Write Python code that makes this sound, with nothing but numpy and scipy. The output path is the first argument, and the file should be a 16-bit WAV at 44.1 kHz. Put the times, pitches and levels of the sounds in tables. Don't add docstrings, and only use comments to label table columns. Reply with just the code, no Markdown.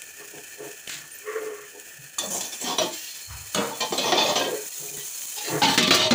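import sys
import numpy as np
from scipy import signal
from scipy.fft import rfft, irfft, next_fast_len
from scipy.io import wavfile
from scipy.ndimage import uniform_filter1d

SR = 44100
rng = np.random.default_rng(int(sys.argv[2]) if len(sys.argv) > 2 else 0)


def digitize_waveform(pressure):
    field = np.atleast_2d(pressure).T
    bounded = np.clip(field, -1, 1)
    quanta = np.round(bounded * 32767).astype(np.int16)
    wavfile.write(sys.argv[1], SR, quanta)


N = 270838
T = np.arange(N) / SR

# time in seconds, level at the phone in dB, how far the plate is off from 0 to 1.
SIZZLE = [(0, 2, 0.1), (1.1, 0.5, 0.08), (2.17, -0.5, 0.07), (2.21, 2, 0.13), (2.8, 1.5, 0.32),
          (3.4, 0.5, 0.5), (4.3, 2, 0.63), (4.8, 4, 0.9), (5.55, 8, 0.85), (6.14, -14, 0.7)]
# frequency in Hz, level in dB. Levels in all tables are relative.
COVERED_COLOUR = [(25, -24), (80, -4.5), (150, -11.5), (400, -3), (800, -7.5), (1100, -15.5), (1500, 2.5),
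                  (2150, -5), (3200, -2), (3800, -10), (5200, -8), (6800, 1.5), (8000, -3.5), (10500, -8.5),
                  (13700, -14)]
UNCOVERED_COLOUR = [(40, -40), (150, -21), (400, -21), (700, -17.5), (1100, -17), (2000, -18), (3500, -11),
                    (5300, -13.5), (6300, -1.5), (7200, -0.5), (7900, -6.5), (9600, -7), (11500, -12),
                    (13700, -15.5)]
SPIT_COLOUR = [(40, -60), (200, -14), (1000, -14), (2800, 14.5), (5000, -4), (7200, 12), (10000, 8),
               (14000, -9)]
FLASH_COLOUR = [(40, -40), (200, -6), (1100, -11), (1500, 6), (4500, 5), (5200, -1), (7200, 7.5),
                (9000, -6), (14000, -14.5)]
# frequency in Hz, nominal width in Hz, level in dB.
SHUT_HOLLOW = [(1773, 175, 14.5), (2540, 400, 6)]
AJAR_HOLLOW = [(1933, 40, 7.8), (2405, 420, 13), (2540, 140, 3.3), (3040, 160, 13), (4285, 370, 14),
               (5150, 430, 8.6), (5140, 1700, 2.8)]
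# start in seconds, peak in dB, brightness in dB per octave.
CLICK_AND_SPITS = [(0.019, -18, 0), (0.383, -24, -8), (0.876, -16.5, -6.5), (0.897, -18, -5),
                   (0.942, -27, 7), (1.078, -27, 10), (1.187, -25, 8), (1.799, -22.5, 4), (3.155, -24, 8),
                   (4.577, -19, 5), (4.662, -24, -6), (4.914, -21, 10.5), (4.969, -16, 9),
                   (4.975, -23, -10.5), (5.008, -26.5, 6), (5.219, -21, -3.5), (5.269, -17, 14),
                   (5.344, -26, 8)]
# start in seconds, length in seconds, pitch in Hz, level in dB.
STEAM_SQUEAKS = [(1.108, 0.04, 8970, -39.5), (1.122, 0.06, 14400, -52)]
SCREECHES = [(2.3, .1, 6500, -34), (2.335, 0.064, 7480, -36), (2.618, 0.026, 7480, -36),
             (3.03, 0.12, 4280, -45), (3.22, 0.07, 4300, -44.5), (4.16, .095, 3540, -21.5),
             (4.185, 0.071, 4420, -26), (4.24, 0.085, 6620, -32), (4.47, 0.22, 1590, -46.5)]

# frequency in Hz, level in dB.
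LID_MODES = [(207, -5), (366, -21), (508, 2), (619, 7), (707, 1), (820, -27), (899, 7.5), (1020, -11),
             (1122, -4), (1560, -13), (1873, 10), (2000, -15), (2519, -1), (3103, 13.5), (3208, 14),
             (3386, -4), (3442, 17), (3507, 12.5), (4223, -8), (4462, 5), (4906, 2), (5472, 9.5), (5835, 2),
             (6608, 3), (7400, 18)]
STOVE_MODES = [(204, -1), (293, -4), (465, -2), (608, 0.5), (909, -6), (1195, -8), (1254, -5), (1851, -5),
               (2600, 3.5), (2966, 6), (3380, 9), (4430, -1.5), (6608, -4), (6863, 2)]
LAID_MODES = [(207, -2.5), (266, 5), (366, 6.5), (621, 3), (680, -1), (759, -8), (826, -2), (915, -2),
              (1173, 5), (1246, -9), (2064, 7), (2433, 4.5), (2724, -4.5), (2890, -2), (2974, 0.5),
              (3173, 6.5), (3235, -2), (3345, -11), (3692, -8), (4056, 9), (4357, 10), (4511, 2),
              (5813, -15), (6236, -4), (7200, -16)]
# frequency in Hz, level in dB.
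LID_BED = [(60, -17.5), (130, -7), (250, 3), (700, 4), (1100, -1), (1450, -15), (2300, -8), (3300, -1.5),
           (4300, -3.5), (5100, -9.5), (6000, -1), (7500, -13.5), (9000, -12), (14000, -18.5)]
STOVE_BED = [(60, -11), (200, 3), (600, 6), (1300, 4), (2200, -2), (3100, -2), (5200, -10), (6800, -12),
             (8500, -15), (14000, -29)]
LAID_BED = [(50, -19), (130, 5), (240, 5.5), (450, 3.5), (900, -3.5), (1500, -6.5), (2500, -1.5),
            (4000, 0.5), (5200, -5), (7400, -4), (9000, -12), (14000, -23.5)]
# start in seconds, levels of body, ring, edge and favoured mode in dB,
# that mode's frequency in Hz, decay time of the rattle in seconds, time taken to bite in seconds.
LID_BLOWS = [(2.185, -34, -24, -33, -28, 7180, 0.0088, 0.0012),
             (2.345, -29.5, -34.5, -43, -27.5, 720, 0.012, .004),
             (2.407, -33, -27.5, -32, -26, 7180, 0.003, 0.0016),
             (2.439, -36.5, -36, -30, -42, 6700, 0.037, 0.0012),
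             (2.521, -40, -34.5, -38, -31.5, 3510, 0.016, 0.0021),
             (2.604, -31.5, -36, -37, -24.5, 7680, 0.037, 0.015),
             (2.784, -15, -17, -29, -15.5, 624, 0.0053, 0.0013),
             (2.814, -19.5, -20, -29, -15.5, 630.6, 0.0086, 0.0038),
             (3.803, -24.5, -19.5, -29, -25, 1037, 0.016, 0.0045),
             (3.923, -18, -24.5, -30, -29, 354, 0.01, .0005),
             (3.977, -18.5, -18.5, -32, -20, 4140, 0.017, 0.0052),
             (4.042, -22, -25, -45, -25.5, 938, 0.0079, 0.0011),
             (4.1205, -9.5, -12, -47, -11, 732, 0.0068, 0.00047),
             (4.173, -17, -18, -47, -15, 874, 0.025, 0.0074),
             (4.184, -17, -21, -41, -27, 4370, 0.0037, .0006),
             (4.355, -14, -12.5, -28.5, -15.5, 704, 0.019, 0.0031),
             (4.44, -25, -25.5, -50, -28, 3090, .01, .002)]
STOVE_BLOWS = [(3.547, -24.5, -21, -24, -28, 4300, 0.0043, 0.0014)]
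LAID_BLOWS = [(5.617, -17.5, -16.5, -38, -11.5, 829, 0.068, 0.0034),
              (5.632, -18, -17.5, -31, -16.5, 918, 0.0089, .0007),
              (5.776, -12, -8, -18.5, -19.5, 231, 0.019, 0.0021),
              (5.826, -41, -22, -24, -23, 2444, 0.012, 0.0024),
              (5.872, -19.5, -17, -29.5, -20, 267, 0.007, 0.0035),
              (5.9069, -11, -7, -21, -21, 1330, 0.078, 0.00053),
              (5.943, -19, -20, -14, -17, 4050, 0.021, 0.0028),
              (6.107, -14, -13, -24, -15.5, 240, 0.016, 0.004),
              (6.122, -15, -19.5, -34, -35, 610, .006, 0.002)]
# start in seconds, length in seconds, levels of body, ring, edge and
# favoured mode in dB, that mode's frequency in Hz.
LID_SCRAPES = [(2.186, 0.084, -29, -48, -36.5, -39, 3510), (2.272, 0.14, -31.5, -41, -31, -56, 1050),
               (2.202, 0.21, -64, -62, -60, -36, 200.4), (2.543, 0.14, -48, -55, -34, -45, 3460),
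               (2.616, 0.093, -42, -30, -35, -30.5, 259.7), (2.64, .11, -24.5, -25.5, -40, -33, 1130),
               (2.844, 0.027, -35, -35, -35, -27.5, 879), (2.892, 0.074, -56, -34, -34.5, -39, 319),
               (2.925, 0.21, -79, -40.5, -37, -41, 2775), (2.999, 0.27, -62, -43.5, -44, -48, 4270),
               (3.688, 0.046, -40, -50, -58, -28.5, 903), (3.807, 0.04, -26, -47, -55, -45, 2970),
               (3.894, 0.038, -41, -58, -47, -32, 204), (4.018, 0.1, -19.5, -23, -33, -48, 490),
               (4.119, 0.23, -17.5, -21.5, -33, -32, 511), (4.355, 0.16, -22.5, -34.5, -58.5, -30.5, 1620),
               (4.955, 0.069, -69, -37, -56, -39, 1947)]
STOVE_SCRAPES = [(3.551, 0.057, -22, -27.5, -50, -30, 210), (3.6, 0.073, -30.5, -47, -55, -42, 1230)]
LAID_SCRAPES = [(5.358, 0.062, -59, -32, -39, -34.5, 840), (5.39, 0.14, -58, -31, -47, -38, 4220),
                (5.619, 0.049, -22.5, -15.5, -32, -16, 893), (5.654, 0.12, -27.5, -24.5, -30, -25.5, 911),
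                (5.662, 0.061, -20.5, -23, -42, -23, 827), (5.789, 0.071, -20.5, -17, -52, -29, 202),
                (5.912, 0.045, -19, -13, -36, -21, 1155), (5.958, 0.14, -26, -20.5, -34, -24.5, 3723),
                (5.991, .11, -29.5, -33, -47, -23, 625)]
# start in seconds, level in dB.
BLADE_CLINKS = [(2.184, -14.5), (2.187, -13.5), (2.352, -37), (2.412, -22.5), (2.628, -23.5), (2.784, -26),
                (3.546, -12.5), (3.979, -24)]
# frequency in Hz, nominal width in Hz, level in dB.
BLADE_MODES = [(6030, 140, 0), (6110, 200, -6), (6520, 260, 6.5), (7160, 170, 6), (7770, 150, -2),
               (8200, 180, -1.5), (8930, 150, -11), (9140, 140, -1.5), (9300, 160, -10), (10400, 150, -3.5),
               (10680, 150, -2.5), (11500, 160, -12)]
RIM_MODES = [(1840, 140, -11), (2530, 150, 1), (2970, 120, -13), (3520, 300, 2), (3945, 130, -21),
             (4320, 120, -4), (4920, 46, -6.5), (6200, 85, -20), (6500, 56, -8.5)]
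GRATE_MODES = [(2350, 120, -5), (3014, 130, 5), (3430, 160, 4), (3660, 96, 3), (3900, 210, -3),
               (4410, 230, -6), (4540, 90, -24), (5900, 150, -4)]
LIFTED_MODES = [(1560, 35, -6), (1930, 45, -12), (2460, 90, 2), (3140, 60, 2.5), (4150, 69, -1),
                (4400, 58, -2), (5170, 70, 4)]
# start in seconds, hold in seconds, level in dB.
BLADE_STROKES = [(2.225, .04, -35), (2.31, 0.066, -29), (2.53, 0.037, -36), (2.62, 0.073, -40)]
RIM_STROKES = [(3.815, 0.013, -42), (3.99, 0.022, -26), (4.08, .04, -34), (4.174, 0.056, -18.5),
               (4.37, 0.012, -25)]
GRATE_STROKES = [(5.635, 0.094, -21.5), (5.795, 0.08, -19), (5.92, .13, -19.5)]
LIFTED_HUM = [(4.55, 0.59, -46), (5.38, 0.13, -37)]
# frequency in Hz, level in dB.
GRIT_COLOUR = [(1500, -30), (5000, -12), (6500, 0), (7700, 1), (9000, -6), (11500, -9), (14000, -19)]
# start in seconds, pitch in Hz, level in dB, seconds to fall by 60 dB.
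PINGS = [(0.874, 3050, -27, 0.051), (.897, 2950, -35, 0.11), (2.183, 1176, -21, 0.041),
         (2.184, 2530, -31, .17), (2.184, 4460, -25, .06), (2.188, 6680, -29, .13), (2.197, 3490, -24, 0.2),
         (2.241, 4340, -30, 0.098), (2.524, 5460, -28, 0.085), (2.785, 2990, -24, 0.23),
         (2.785, 3380, -15, 0.13), (2.783, 3840, -13, .1), (2.785, 5840, -11, 0.099),
         (2.784, 10400, -26, 0.067), (3.563, 594, -20, 0.26), (3.546, 4430, -20, .07),
         (3.732, 3430, -35, 0.28), (3.809, 3105, -24, 0.41), (3.807, 4240, -21, 0.15),
         (3.812, 2403, -23, 0.17), (3.822, 875, -23, 0.32), (3.98, 3890, -16.5, 0.12),
         (3.979, 7950, -19, 0.052), (4.122, 1945, -16.5, 0.1), (4.186, 3600, -27, 0.23),
         (4.21, 2510, -27, 0.22), (4.443, 3136, -26, 0.35), (4.725, 4200, -37, 0.2),
         (4.739, 5210, -37, 0.17), (4.756, 3620, -39, .18), (5.008, 3100, -31, 0.15),
         (5.14, 4400, -29.5, 0.11), (5.225, 3090, -37, 0.18), (5.365, 5000, -30.5, 0.31),
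         (5.482, 2690, -29, 0.27), (5.907, 1172, -12, 0.29), (5.907, 1375, -22, .22),
         (5.906, 2830, -15, .5), (5.912, 4005, -2.5, 0.12)]

# start in seconds, hold in seconds, levels of hum, scuff, rasp, flutter and judder in dB.
RUBS = [(0.21, 0.028, -50, -50, -49, -61, -45), (0.347, 0.04, -44, -43, -70, -50, -45.5),
        (0.609, 0.064, -36, -39.5, -49.5, -51.5, -41), (0.933, 0.11, -70, -52.5, -49.5, -50.5, -81),
        (1.283, 0.038, -31.5, -65, -31, -77, -30), (1.362, 0.0095, -27.5, -50, -31.5, -74, -21.5),
        (1.407, 0.11, -33, -42, -41, -63.5, -33), (1.542, 0.1, -47, -59, -44, -62, -41.5),
        (1.753, 0.013, -40, -45, -63, -74.5, -41), (1.992, 0.04, -73, -65, -79, -45, -71),
        (4.486, 0.062, -22, -36, -42, -43.5, -26), (4.59, 0.035, -38, -46, -64, -64, -41.5),
        (4.81, 0.19, -44.5, -47, -74.5, -47, -44), (5.373, 0.1, -44, -62, -48, -75.5, -64),
        (5.485, 0.062, -24.5, -27.5, -35, -65, -41), (5.528, 0.046, -20.5, -23.5, -27, -25.5, -48)]
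# frequency in Hz, nominal width in Hz, level in dB.
CASE_MODES = [(303, 9.3, -13), (429.4, 37, 14.5), (488, 70, 8)]
SCUFF_MODES = [(321, 53, 7.5), (407, 56, -18), (562, 30, 1), (700, 51, 5), (894, 74, 1), (1030, 28, -27)]
RASP_MODES = [(855, 58, -16), (1127, 115, 13), (1380, 116, 11), (1807, 360, 10), (2025, 180, 1)]
# frequency in Hz, level in dB.
FLUTTER_COLOUR = [(25, -51), (60, -6), (100, -6), (150, 20), (210, -13), (500, -48), (2000, -59)]
DRAUGHT_COLOUR = [(25, -28), (55, -4), (90, 4), (135, -4), (220, -30), (500, -30), (800, -18.5),
                  (1200, -14.5), (3000, -26), (8000, -51)]
MICROPHONE = [(20, -5.5), (13800, -4.5), (14500, 7), (15200, 0), (15600, 22)]


def frying(pops_per_s=5000, hiss=0.56, surge_db=1.5):
    level_db, off = curves(SIZZLE)
    pops = grains(pops_per_s, spread_db=2.0) + hiss * rng.standard_normal(N)
    pops *= amp(surge_db * drift(70))
    covered = amp(-42) * unit_rms(colour(pops, COVERED_COLOUR))
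    uncovered = amp(-33) * unit_rms(colour(pops, UNCOVERED_COLOUR))
    shut = amp(-48) * resonate(pops, SHUT_HOLLOW)
    ajar = amp(-44.5) * shimmer(pops, AJAR_HOLLOW, depth_db=3, per_s=18)
    return amp(level_db) * ((1 - off) * (covered + shut) + off * uncovered + np.sin(np.pi * off) * ajar)


def crackle(per_s=130, snap_s=0.0022, clump_db=3, level_db=-39):
    _, off = curves(SIZZLE)
    bursts = signal.fftconvolve(abs(grains(per_s, spread_db=4.0)), np.exp(-T[:300] / snap_s))[:N]
    snaps = bursts * amp(clump_db * drift(39)) * rng.standard_normal(N)
    return amp(level_db) * off * unit_rms(colour(snaps, UNCOVERED_COLOUR))


def tinkles(per_s=90, level_db=-50, t60=0.087, spots=24):
    out, t = np.zeros(N), T[:SR // 6]
    _, off = curves(SIZZLE)
    drops, spot = grains(per_s, spread_db=1.4), rng.integers(0, spots, N)
    spot_hz = np.geomspace(2200, 6200, spots) * rng.uniform(0.75, 1.03, spots)
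    for i in np.flatnonzero(drops):
        add(out, i / SR, drops[i] * amp(-60 * t / t60) * np.sin(2 * np.pi * spot_hz[spot[i]] * t))
    return amp(level_db) * off * unit_rms(out)


def spitting(snap_s=0.0021):
    out, t = np.zeros(N), T[:400]
    for start, db, bright_db in CLICK_AND_SPITS:
        tilted = [(hz, level + bright_db * np.log2(hz / 1000)) for hz, level in SPIT_COLOUR]
        snap = colour(rng.standard_normal(len(t)) * np.exp(-t / snap_s), tilted)
        add(out, start, amp(db) * snap / abs(snap).max())
    boiling = unit_rms(colour(grains(5000, spread_db=3.3), FLASH_COLOUR))
    flash = amp(-29.5) * boiling * swell(start=0.896, hold=0.047, rise_db_per_s=1100, fall_db_per_s=191)
    return out + flash + whistles(STEAM_SQUEAKS, width_hz=250)


def struck_steel(modes, bed, t60, bed_t60, bed_db, tick_db, detune=0.0074, vary_db=4, cluster_db=3):
    t = T[:SR // 3]
    hz, db = np.transpose(modes)[:, :, None]
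    weight, shift, side = rng.standard_normal((3, len(hz), 1))
    life = t60 * (hz / 1000) ** -.15
    tones = np.sign(side) * np.sin(2 * np.pi * hz * (1 + detune * shift) * t)
    strong_modes = (amp(db + vary_db * weight - 60 * t / life) * tones).sum(0)
    crowd = unit_rms(rng.standard_normal(len(t)) * amp(-60 * t / bed_t60))
    crowd[32] += amp(tick_db) * np.sqrt(len(t))
    grid_hz = np.arange(50, 14000, 110)
    bunching_db = cluster_db * rng.standard_normal(len(grid_hz)) * (grid_hz > 1400)
    weak_modes = colour(crowd, np.c_[grid_hz, level_at(bed, grid_hz) + bunching_db])
    tap = unit_rms(strong_modes) + amp(bed_db) * unit_rms(weak_modes)
    return [signal.sosfilt(signal.butter(4, edges_hz, "band", fs=SR, output="sos"), tap)
            for edges_hz in [(100, 1400), (1400, 5500), (5500, 17000)]]


def favoured_mode(hz, t60_at_1khz=0.15, build_cycles=0.76):
    t = T[:SR // 3]
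    build = 1 - np.exp(-(t * hz / build_cycles) ** 2)
    life = t60_at_1khz * (hz / 1000) ** -.45
    return build * amp(-60 * t / life) * np.sin(2 * np.pi * hz * t)


def contact(force, registers, hz, levels_db, onset_samples):
    rung = [signal.fftconvolve(force, response) for response in registers + [favoured_mode(hz)]]
    return sum(amp(db) * x / rms(x[:onset_samples]) for x, db in zip(rung, levels_db))


def clatter(steel, blows, scrapes, blow_db, scrape_db, chatter, slips_per_s):
    out, t = np.zeros(N), T[:SR // 8]
    rebounds, slips = grains(1100, spread_db=3.2), grains(slips_per_s, spread_db=3.17)
    for k, (start, *levels_db, hz, rattle_s, bite_s) in enumerate(blows):
        force = chatter * rebounds[k * len(t):][:len(t)] * np.exp(-t / rattle_s)
        force[0] += 1
        blow = contact(force, steel(), hz, levels_db, onset_samples=1300)
        add(out, start, amp(blow_db) * blow * np.minimum(T[:len(blow)] / bite_s, 1))
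    for start, length, *levels_db, hz in scrapes:
        run = slips[round(start * SR):][:round(length * SR)]
        force = run * signal.windows.tukey(len(run), .6)
        add(out, start, amp(scrape_db) * contact(force, steel(), hz, levels_db, onset_samples=len(run)))
    return out


def plate_on_wok():
    steel = lambda: struck_steel(LID_MODES, LID_BED, t60=0.19, bed_t60=0.23, bed_db=7, tick_db=-11)
    return clatter(steel, LID_BLOWS, LID_SCRAPES, blow_db=-4, scrape_db=-4,
                   chatter=0.061, slips_per_s=600)


def stove_knock():
    steel = lambda: struck_steel(STOVE_MODES, STOVE_BED, t60=0.16, bed_t60=0.57, bed_db=-1, tick_db=-2)
    return clatter(steel, STOVE_BLOWS, STOVE_SCRAPES, blow_db=-2.5, scrape_db=1,
                   chatter=0.11, slips_per_s=700)


def plate_on_counter():
    steel = lambda: struck_steel(LAID_MODES, LAID_BED, t60=0.39, bed_t60=0.081, bed_db=9, tick_db=-9,
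                                 detune=0.0029)
    return clatter(steel, LAID_BLOWS, LAID_SCRAPES, blow_db=0.5, scrape_db=-0.5,
                   chatter=0.024, slips_per_s=1100)


def blade_clinks(attack_s=0.0025, damped_t60=0.024, free_t60=0.11, free_db=-14, vary_db=2):
    out, t = np.zeros(N), T[:SR // 4]
    hz, _, db = np.transpose(BLADE_MODES)[:, :, None]
    fade = np.minimum(t / attack_s, 1) * (amp(-60 * t / damped_t60) + amp(free_db - 60 * t / free_t60))
    for start, level_db in BLADE_CLINKS:
        weight, phase = rng.standard_normal((2, len(hz), 1))
        tones = amp(db + vary_db * weight) * np.sin(2 * np.pi * (hz * t + phase))
        add(out, start, amp(level_db) * fade * unit_rms(tones.sum(0)))
    return out


def blade_grit(slips_per_s=900, level_db=-5):
    rasp = unit_rms(colour(grains(slips_per_s, spread_db=4), GRIT_COLOUR))
    return amp(level_db) * rasp * swells(BLADE_STROKES, rise_db_per_s=500, fall_db_per_s=130)


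def grinding(modes, strokes, slips_per_s, spread_db, shimmer_db, rise_db_per_s, fall_db_per_s):
    rasp = shimmer(grains(slips_per_s, spread_db), modes, shimmer_db, per_s=40)
    return rasp * swells(strokes, rise_db_per_s, fall_db_per_s)


def pings():
    out, t = np.zeros(N), T[:SR // 4]
    for start, hz, db, t60 in PINGS:
        add(out, start, amp(db - 60 * t / t60) * np.sin(2 * np.pi * hz * t))
    return out


def whistles(rows, width_hz):
    out = np.zeros(N)
    for start, length, hz, db in rows:
        whistle = resonate(rng.standard_normal(SR // 3), [(hz, width_hz, 0)])[-round(length * SR):]
        add(out, start, amp(db) * unit_rms(whistle * signal.windows.tukey(len(whistle), .5)))
    return out


def handling_noise(judder_hz=446, waver=0.011, sag_hz_per_db=1.5):
    shapes = np.array([swell(start, hold, rise_db_per_s=464, fall_db_per_s=241)
                       for start, hold, *_ in RUBS])
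    levels = amp([levels_db for _, _, *levels_db in RUBS])
    gains = np.sqrt(levels.T ** 2 @ shapes ** 2)
    slips = grains(2700, spread_db=0.59) * amp(drift(50))
    hum, rasp = resonate(slips, CASE_MODES), resonate(slips, RASP_MODES)
    scuff = resonate(grains(1400, spread_db=1.4), SCUFF_MODES)
    eased_db = np.minimum(20 * np.log10(gains[-1].max() / gains[-1]), 25)
    pitch_hz = (judder_hz - sag_hz_per_db * eased_db) * (1 + waver * drift(120))
    judder = unit_rms(np.sin(2 * np.pi * np.cumsum(pitch_hz) / SR))
    flutter = unit_rms(colour(rng.standard_normal(N), FLUTTER_COLOUR))
    return (gains * [hum, scuff, rasp, flutter, judder]).sum(0)


def draught(level_db=-35):
    gust = unit_rms(colour(rng.standard_normal(N), DRAUGHT_COLOUR))
    return amp(level_db) * gust * swell(start=3.305, hold=0.042, rise_db_per_s=550, fall_db_per_s=102)


def kitchen(x, t60=0.35, wet_db=-13, gap_s=0.004):
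    t = T[:SR // 2]
    tail = rng.standard_normal(len(t)) * amp(-60 * t / t60) * (t > gap_s)
    return x + amp(wet_db) * signal.fftconvolve(x, tail / np.linalg.norm(tail))[:N]


def amp(db):
    return 10 ** (np.asarray(db) / 20)


def rms(x):
    return np.sqrt(np.mean(x ** 2) + 1e-20)


def unit_rms(x):
    return x / rms(x)


def add(mix, start, sound):
    part = mix[round(start * SR):][:len(sound)]
    part += sound[:len(part)]


def curves(rows):
    times, *columns = np.transpose(rows)
    return [np.interp(T, times, column) for column in columns]


def level_at(spectrum, hz):
    points_hz, db = np.transpose(spectrum)
    return np.interp(np.log(hz + 1), np.log(points_hz + 1), db)


def colour(x, spectrum):
    size = next_fast_len(len(x) + 2048)
    gain = amp(level_at(spectrum, np.fft.rfftfreq(size, 1 / SR)))
    return irfft(rfft(x, size) * gain, size)[:len(x)]


def resonate(x, modes):
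    out = 0
    for hz, width, db in modes:
        b, a = signal.iirpeak(hz, hz / (1.17 * width), SR)
        out = out + amp(db) * signal.lfilter(b, a, signal.lfilter(b, a, x))
    return unit_rms(out)


def shimmer(x, modes, depth_db, per_s):
    return unit_rms(sum(amp(db + depth_db * drift(per_s)) * resonate(x, [(hz, width, 0)])
                        for hz, width, db in modes))


def drift(per_s):
    knots = np.arange(0, T[-1] + 1, 1 / per_s)
    return unit_rms(np.interp(T, knots, rng.standard_normal(N // 64)[:len(knots)]))


def grains(per_s, spread_db):
    size = amp(spread_db * np.minimum(rng.exponential(1, N), 5))
    return unit_rms(size * rng.choice([-1, 1], N) * (rng.random(N) < per_s / SR))


def swell(start, hold, rise_db_per_s, fall_db_per_s):
    early, late = np.maximum(start - T, 0), np.maximum(T - start - hold, 0)
    return amp(-np.minimum(rise_db_per_s * early + fall_db_per_s * late, 100))


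def swells(strokes, rise_db_per_s, fall_db_per_s):
    return np.sqrt(sum((amp(db) * swell(start, hold, rise_db_per_s, fall_db_per_s)) ** 2
                       for start, hold, db in strokes))


def scene():
    knocks = plate_on_wok() + stove_knock() + plate_on_counter()
    blade = blade_clinks() + blade_grit()
    skate = grinding(BLADE_MODES, BLADE_STROKES, slips_per_s=1400, spread_db=4.0, shimmer_db=2.5,
                     rise_db_per_s=387, fall_db_per_s=132)
    rim = grinding(RIM_MODES, RIM_STROKES, slips_per_s=530, spread_db=4.5, shimmer_db=-2.5,
                   rise_db_per_s=595, fall_db_per_s=135)
    grate = grinding(GRATE_MODES, GRATE_STROKES, slips_per_s=1100, spread_db=2.5, shimmer_db=1.5,
                     rise_db_per_s=900, fall_db_per_s=348)
    lifted = grinding(LIFTED_MODES, LIFTED_HUM, slips_per_s=150, spread_db=6.5, shimmer_db=7.5,
                      rise_db_per_s=300, fall_db_per_s=79)
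    steel = knocks + blade + skate + rim + grate + lifted + pings() + whistles(SCREECHES, width_hz=150)
    mix = kitchen(steel) + frying() + crackle() + tinkles() + spitting() + handling_noise() + draught()
    return mix[None]


def record(dry, threshold_db=-21, squeeze=0.38, recovery_db_per_s=60, ceiling=0.62, cutoff_hz=15520):
    x = colour(dry[0], MICROPHONE)
    power_db = 10 * np.log10(abs(uniform_filter1d(x ** 2, size=400)) + 1e-12)
    recovery_db = T * recovery_db_per_s
    held_db = np.maximum.accumulate(power_db + recovery_db) - recovery_db
    over_db = np.maximum(held_db - threshold_db, 0)
    ducked = x / amp(squeeze * uniform_filter1d(over_db, size=200))
    clipped = ceiling * np.tanh(ducked / ceiling)
    lowpass = signal.firwin(1023, cutoff_hz, window=("kaiser", 9), fs=SR)
    return signal.oaconvolve(clipped, lowpass, "same")[None]


dry = scene()
out = record(dry)
digitize_waveform(out)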